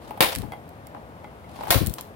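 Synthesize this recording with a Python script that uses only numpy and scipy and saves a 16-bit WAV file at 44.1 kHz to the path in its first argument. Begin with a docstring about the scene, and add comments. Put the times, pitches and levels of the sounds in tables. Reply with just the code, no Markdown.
"""Hatchet chops into a plastic cassette

Two blows split a hard shell in a back yard, close by: shaped noise bursts crack and land, sines ring and thud.
Decaying noise echoes them off the fences; tiny pitched snaps, ticking shards and grit follow each blow.
Noise knocks and ringing steel modes tell of the blade lifted with the case stuck on it.
Cloth rustles as fitful noise before each blow, puffs of air buffet the left microphone, and a far town rumbles.
"""
import sys
import numpy as np
from scipy import signal
from scipy.fft import rfft, irfft
from scipy.io import wavfile
from scipy.ndimage import uniform_filter1d

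SR = 44100
rng = np.random.default_rng(int(sys.argv[2]) if len(sys.argv) > 2 else 0)


def master(y):
    """Save y as 16-bit WAV."""
    cut = np.clip(np.atleast_2d(y).T, -1, 1)
    pcm = np.round(cut * 32767)  # scale
    wavfile.write(sys.argv[1], SR, pcm.astype(np.int16))


N = 94815  # length [samples]
TREBLE_HZ = 4650  # where treble shelves and the echo's treble begin
CHOP_PAN_DB = 2.5  # left minus right, for chops, handling and cloth


def amp(db):
    """Decibels to gain."""
    return 10 ** (np.asarray(db) / 20)


def unit(x):
    """Scale to an rms of one."""
    return x / np.sqrt(np.mean(x ** 2))


def pan(db):
    """Left and right gains for a left-minus-right difference in dB."""
    return amp(np.array([[db], [-db]]) / 2)


def since(start):
    """Seconds since a moment, zero before it."""
    return np.maximum(np.arange(N) / SR - start, 0)


def fall(start, t60):
    """Sudden onset, then exponential decay by 60 dB in t60 seconds."""
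    t = since(start)
    return (t > 0) * np.exp(-np.minimum(np.log(1000) * t / t60, 60))


def colour(x, points):
    """Minimum-phase filter through (Hz, dB) points that keeps the power of white noise."""
    size = 2 ** 17
    hz, db = np.array(points, float).T
    bins_hz = np.arange(size // 2 + 1) * SR / size
    gain = unit(amp(np.interp(np.log(bins_hz + 1), np.log(hz), db)))
    # Folding the cepstrum onto positive time makes the filter causal
    cepstrum = irfft(np.log(gain))
    cepstrum[1:size // 2] *= 2
    cepstrum[size // 2 + 1:] = 0
    response = np.exp(rfft(cepstrum))
    return irfft(rfft(x, size) * response, size)[..., :N]


def shelf(x, db):
    """Raise or lower the treble."""
    treble = signal.lfilter(*signal.butter(1, TREBLE_HZ, "high", fs=SR), x)
    return x + (amp(db) - 1) * treble


GRAIN_SHARED = 0.12  # share of the noise power common to both microphones


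def grains(spread):
    """Stereo noise whose size jumps every 16 samples, rougher as the spread grows."""
    z = rng.standard_normal((4, N))
    noise = np.sqrt(GRAIN_SHARED) * z[2] + np.sqrt(1 - GRAIN_SHARED) * z[:2]
    grain_size = np.exp(spread * np.repeat(z[3], 16)[:N])
    return unit(noise * grain_size)


def burst(start, t60):
    """A quickly dying run of splintery grains with unit energy in each channel."""
    x = grains(spread=0.51) * fall(start, t60)
    return x / np.sqrt(np.sum(x ** 2, axis=1, keepdims=True))


def ring(start, hz, t60):
    """One decaying mode, reaching each microphone in its own phase."""
    phase = rng.uniform(0, np.pi, (2, 1))
    return fall(start, t60) * np.sin(2 * np.pi * hz * since(start) + phase)


def wander(size):
    """Smooth random drift with a spread of one."""
    once = uniform_filter1d(rng.standard_normal(N), size)
    return unit(uniform_filter1d(once, size))


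YARD_DELAY_S, YARD_T60_S, YARD_TREBLE_T60_S = 0.0039, 0.3, 0.29
YARD_KNOCK_DB = -5  # echo level for landings, snaps and knocks


def yard(x, db):
    """Add scattered echoes of ground and fences as decaying noise; the treble dies sooner."""
    z = grains(spread=0.37)
    low = signal.lfilter(*signal.butter(1, TREBLE_HZ, fs=SR), z)
    echo = low * fall(YARD_DELAY_S, YARD_T60_S) + (z - low) * fall(YARD_DELAY_S, YARD_TREBLE_T60_S)
    echo = echo / np.sqrt(np.sum(echo ** 2) / 2)
    return x + amp(db) * signal.fftconvolve(x, echo, axes=1)[:, :N]


# The two blows; treble also sets how much grit follows:
# (time [s], crack level before CRACK_DB [dB], treble [dB], thud level [dB], splinter t60 [s], crackle t60 [s])
BLOWS = [(0.2061, -1.5, -4.5, -17, 0.021, .26), (1.7048, -4, 1, -22.5, 0.039, .42)]
# Further fractures as the blade sinks in: (time [s], level before CRACK_DB [dB])
FRACTURES = [(0.2095, -7), (0.2266, -7.5), (1.7104, -7.5), (1.7442, -14.5)]
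# Colour of cracking plastic: (frequency [Hz], relative level [dB])
CRACK_COLOUR = [(40, -4), (140, -6.5), (330, -2), (800, 2), (1400, -1.5), (2700, -2), (4400, -4),
                (5800, -10.5), (7800, -12), (10000, -4.5), (15500, -6)]
CRACK_DB, FRACTURE_T60_S = 16.5, 0.013


def crack():
    """The shell splinters in a noise burst at each blow, with shorter bursts as it gives further."""
    later = sum(amp(CRACK_DB + db) * burst(s, FRACTURE_T60_S) for s, db in FRACTURES)
    first = sum(amp(CRACK_DB + db) * shelf(burst(s, t60), treble) for s, db, treble, _, t60, _ in BLOWS)
    return colour(later + first, CRACK_COLOUR)


# Landings of the case, and a late soft knock: (time [s], level [dB])
LANDINGS = [(0.235, 1.5), (0.294, -9), (0.321, -3.5), (0.329, -4.5), (1.7254, 3), (1.7439, 3), (1.806, -27),
            (1.984, -7)]
# Colour of the landings and the soft knock: (frequency [Hz], relative level [dB])
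LANDING_COLOUR = [(60, -35), (280, -14.5), (520, 8.5), (1000, 5), (1800, -4), (4300, -5), (6500, -12.5),
                  (15000, -18)]


def landings():
    """Landings of the case, and a late soft knock, as short, mid-heavy noise bursts."""
    contact = sum(amp(db) * burst(s, t60=0.039) for s, db in LANDINGS)
    return colour(contact, LANDING_COLOUR)


# Modes of the shell: (frequency [Hz], t60 [s], level at first blow [dB], level at second blow [dB])
SHELL_MODES = [(534.4, 0.33, -28, -26.5), (697, 0.095, -36, -17.5), (877, 0.16, -21.5, -36),
               (1557, 0.14, -19.5, -39), (2320, 0.1, -18.5, -30), (2864, 0.2, -25, -25.5),
               (3404, 0.13, -27.5, -26)]


def shell_ring():
    """Each blow sets the shell's modes ringing in a balance of its own."""
    return sum(amp(levels[blow]) * ring(row[0], hz, t60)
               for blow, row in enumerate(BLOWS) for hz, t60, *levels in SHELL_MODES)


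def thud():
    """The ground answers each blow with a short low sine."""
    return sum(amp(db) * fall(s, t60=0.04) * np.sin(2 * np.pi * 146 * since(s))
               for s, _, _, db, *_ in BLOWS)


def chops():
    """The blade splinters the shell, which rings, thuds and lands; cracks, landings and soft knock echo."""
    cracking, landing, ringing = crack(), landings(), shell_ring()
    echoing = yard(cracking, db=0) + yard(landing, YARD_KNOCK_DB)
    return pan(CHOP_PAN_DB) * (echoing + ringing + thud())


SNAP_COUNT, SNAP_T60_S, SNAP_DB = 200, 0.006, -14  # count is per blow
SNAP_LOW_HZ, SNAP_HIGH_HZ = 800, 5500


def crackle():
    """Broken pieces snap and jostle after each chop, each with a brief ring at its own pitch."""
    out = np.zeros((2, 2 * N))
    t = np.arange(int(SNAP_T60_S * SR)) / SR
    for start, *_, t60 in BLOWS:
        # "when" is a fraction of the crackle's t60, so later snaps are weaker
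        for when, pitch, size, *phases in rng.random((SNAP_COUNT, 5)):
            hz = SNAP_LOW_HZ * (SNAP_HIGH_HZ / SNAP_LOW_HZ) ** pitch
            decay = np.exp(-np.log(1000) * (when + t / SNAP_T60_S))
            phase = np.pi * np.array(phases)[:, None]
            at = int((start + when * t60) * SR)
            out[:, at:at + len(t)] += size * decay * np.sin(2 * np.pi * hz * t + phase)
    return yard(amp(SNAP_DB) * pan(CHOP_PAN_DB) * out[:, :N], YARD_KNOCK_DB)


# Shards landing by the microphones: (time [s], level [dB], left minus right [dB], treble [dB])
SHARDS = [(0.3514, 5, 6.5, -24), (0.3592, 5.5, -6, -20), (0.3854, -7.5, 21, -26), (0.419, -9.5, -6, -25),
          (0.691, -32.5, -11, 6.5), (0.87, -23, -4, 5), (1.8622, -5.5, -2, 3), (1.869, -4, 13, 1.5),
          (1.872, -8, 9, 2.5), (1.897, -11.5, 12, -3), (1.9388, -7.5, 5, 2), (2.0101, -12, 4, 4)]
# Colour of shards and grit: (frequency [Hz], relative level [dB])
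SHARD_COLOUR = [(200, -29), (2000, -5.5), (4000, -1.5), (6500, -6), (9500, 3), (15500, 3)]
GRIT_DB, GRIT_T60_S = -38, 0.88


def shards():
    """Splinters tick down near the microphones and fine grit settles, more of it after a brighter blow."""
    ticks = sum(amp(db) * pan(side) * shelf(burst(s, t60=0.011), treble) for s, db, side, treble in SHARDS)
    settling = sum(amp(treble) * fall(s, GRIT_T60_S) for s, _, treble, *_ in BLOWS)
    grit = amp(GRIT_DB) * grains(spread=1) * settling
    return yard(colour(ticks + grit, SHARD_COLOUR), db=-11.5)


# Dull knocks of handle and case: (time [s], level [dB], treble [dB])
KNOCKS = [(0.108, -8.5, 9), (0.142, -18, -6), (0.174, -15, 14.5), (0.433, -12.5, -13), (0.521, -12, 8.5),
          (0.535, -13, 6.5), (0.948, -10.5, -18), (0.966, -16.5, -22), (1.243, -15, -13),
          (1.589, -11.5, -2), (1.609, -5.5, -13), (1.634, -5, 9.5), (1.67, -11.5, 15.5)]
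# Colour of the knocks: (frequency [Hz], relative level [dB])
KNOCK_COLOUR = [(60, -22), (200, -2), (550, 4.5), (840, 14), (1450, -4.5), (3000, -13.5), (6500, -37),
                (12000, -24.5)]


def knocks():
    """Handle and case knock in dull noise bursts."""
    contact = sum(amp(db) * shelf(burst(s, t60=0.047), treble) for s, db, treble in KNOCKS)
    return colour(contact, KNOCK_COLOUR)


def hollow_case():
    """The case answers each knock with one hollow mode, 24 dB below the knock's listed level."""
    return sum(amp(db - 24) * ring(s, hz=834, t60=0.089) for s, db, _ in KNOCKS)


# Clinks of the steel head: (time [s], level relative to the modes [dB], tilt [dB per octave])
CLINKS = [(0.521, 0, 0), (0.864, -17, 3), (1.245, -7, -7), (1.443, -14, 0)]
# Modes of the steel head: (frequency [Hz], t60 [s], level before the clink's level and tilt [dB])
STEEL_MODES = [(2060, .13, -40), (2200, .09, -39), (1400, .04, -41), (3275, .14, -47), (4560, .12, -57),
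               (9180, .09, -53), (10690, .1, -55)]


def clinks():
    """The steel head rings in its modes; tilt leans their balance about the first one listed."""
    pivot_hz = STEEL_MODES[0][0]
    out = 0
    for start, db, tilt in CLINKS:
        for hz, t60, mode_db in STEEL_MODES:
            level_db = db + mode_db + tilt * np.log2(hz / pivot_hz)
            out = out + amp(level_db) * ring(start, hz, t60)
    return out


def handling():
    """Knocks echo in the yard; the hollow case and the clinking steel ring without echo."""
    knocking, hollow, clinking = knocks(), hollow_case(), clinks()
    return pan(CHOP_PAN_DB) * (yard(knocking, YARD_KNOCK_DB) + hollow + clinking)


# Clothes rustle through each downswing; a negative rise fades:
# (start [s], end [s], relative level at the end [dB], rise from start to end [dB])
SWINGS = [(0.0, 0.17, -57.5, -12), (1.481, 1.707, -36.5, 13.5)]
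# Colour of the cloth: (frequency [Hz], relative level [dB])
CLOTH_COLOUR = [(60, 6), (500, 2.5), (900, 8), (1600, -8), (4000, -7.5), (6500, -17), (11000, -14.5),
                (15500, -23)]
RUSTLE_DB, RUSTLE_FADE_S = 3.5, 0.028  # spread of the fits, fade-in


def swings():
    """Cloth rubs as grainy noise in fits, fading through the first swing and swelling through the second."""
    t = since(0)
    swell = 0
    for start, end, db, rise in SWINGS:
        gate = np.minimum(since(start) / RUSTLE_FADE_S, 1) * (t < end)
        swell = swell + gate * amp(db + rise * (t - end) / (end - start))
    fits = amp(RUSTLE_DB * wander(size=400))
    return pan(CHOP_PAN_DB) * colour(swell * fits * grains(spread=0.37), CLOTH_COLOUR)


# Air pushed over the left microphone: (time [s], length [s], level [dB])
PUFFS = [(0.359, 0.17, -25.5), (1.693, 0.037, -20), (1.747, 0.049, -9), (1.803, 0.065, -14),
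         (1.864, 0.064, -17.5)]
# Colour of the air: (frequency [Hz], relative level [dB])
PUFF_COLOUR = [(20, -29), (55, 0.5), (130, -2), (320, -10), (500, -19), (1300, -70.5)]
PUFF_RISE_S, PUFF_RIGHT_DB = 0.01, -24.5  # right channel relative to left


def puffs():
    """Eddies in the pushed air rumble as levelled low noise, almost all on the left microphone."""
    flow = sum(amp(db) * np.minimum(since(s) / PUFF_RISE_S, 1) * np.clip(1 - since(s) / length, 0, 1)
               for s, length, db in PUFFS)
    eddies = colour(rng.standard_normal((2, N)), PUFF_COLOUR)
    eddies = eddies / np.sqrt(uniform_filter1d(eddies ** 2, size=1800, axis=1))
    return flow * eddies * amp([[0], [PUFF_RIGHT_DB]])


# Colour of the distant town: (frequency [Hz], relative level per Hz [dB])
TOWN_COLOUR = [(25, -37), (61, -2.5), (104, -2), (274, -6.5), (389, -10), (660, -6.5), (2420, -26),
               (6550, -41), (12200, -39), (15500, -43.5)]
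TOWN_DB, TOWN_PAN_DB = -43.5, 3
TOWN_LAG_S, TOWN_SHARED_HZ = 0.00028, 1640  # right channel's lag; sharing fades above this frequency


def town():
    """Distant rumble from the left; its treble is unrelated between the microphones."""
    z = rng.standard_normal((3, N))
    hz = np.arange(N // 2 + 1) * SR / N
    share = .85 / (1 + (hz / TOWN_SHARED_HZ) ** 4)
    far = rfft(z[2]) * np.exp(-2j * np.pi * hz * np.array([[0], [TOWN_LAG_S]]))
    air = irfft(np.sqrt(share) * far + np.sqrt(1 - share) * rfft(z[:2]), N)
    return amp(TOWN_DB) * pan(TOWN_PAN_DB) * colour(air, TOWN_COLOUR)


def scene():
    """Everything heard in the yard."""
    return chops() + crackle() + shards() + handling() + swings() + puffs() + town()


GAIN_KNEE_DB, GAIN_SLOPE, GAIN_RELEASE_DB_PER_S = -6.5, 0.087, 14  # slope: dB of cut per dB over the knee


def gain_control(x):
    """Loud sounds turn the gain down a little; it creeps back afterwards."""
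    power = np.abs(uniform_filter1d(np.mean(x ** 2, axis=0), size=200))
    loud_db = 10 * np.log10(power + 1e-12)
    # A running peak that sinks at the release rate
    recovery = GAIN_RELEASE_DB_PER_S * since(0)
    held_db = np.maximum.accumulate(loud_db + recovery) - recovery
    return x * amp(-GAIN_SLOPE * np.maximum(held_db - GAIN_KNEE_DB, 0))


LOW_CUT_HZ, TOP_HZ, DRIVE = 38, 15900, 0.17


def record(dry):
    """Thin the deep bass, ride the gain, round the loudest peaks and cut the top."""
    thinned = signal.sosfilt(signal.butter(3, LOW_CUT_HZ, "high", fs=SR, output="sos"), dry)
    rounded = np.tanh(DRIVE * gain_control(thinned)) / DRIVE
    return signal.sosfilt(signal.ellip(10, .2, 70, TOP_HZ, fs=SR, output="sos"), rounded)


dry = scene()
out = record(dry)
master(out)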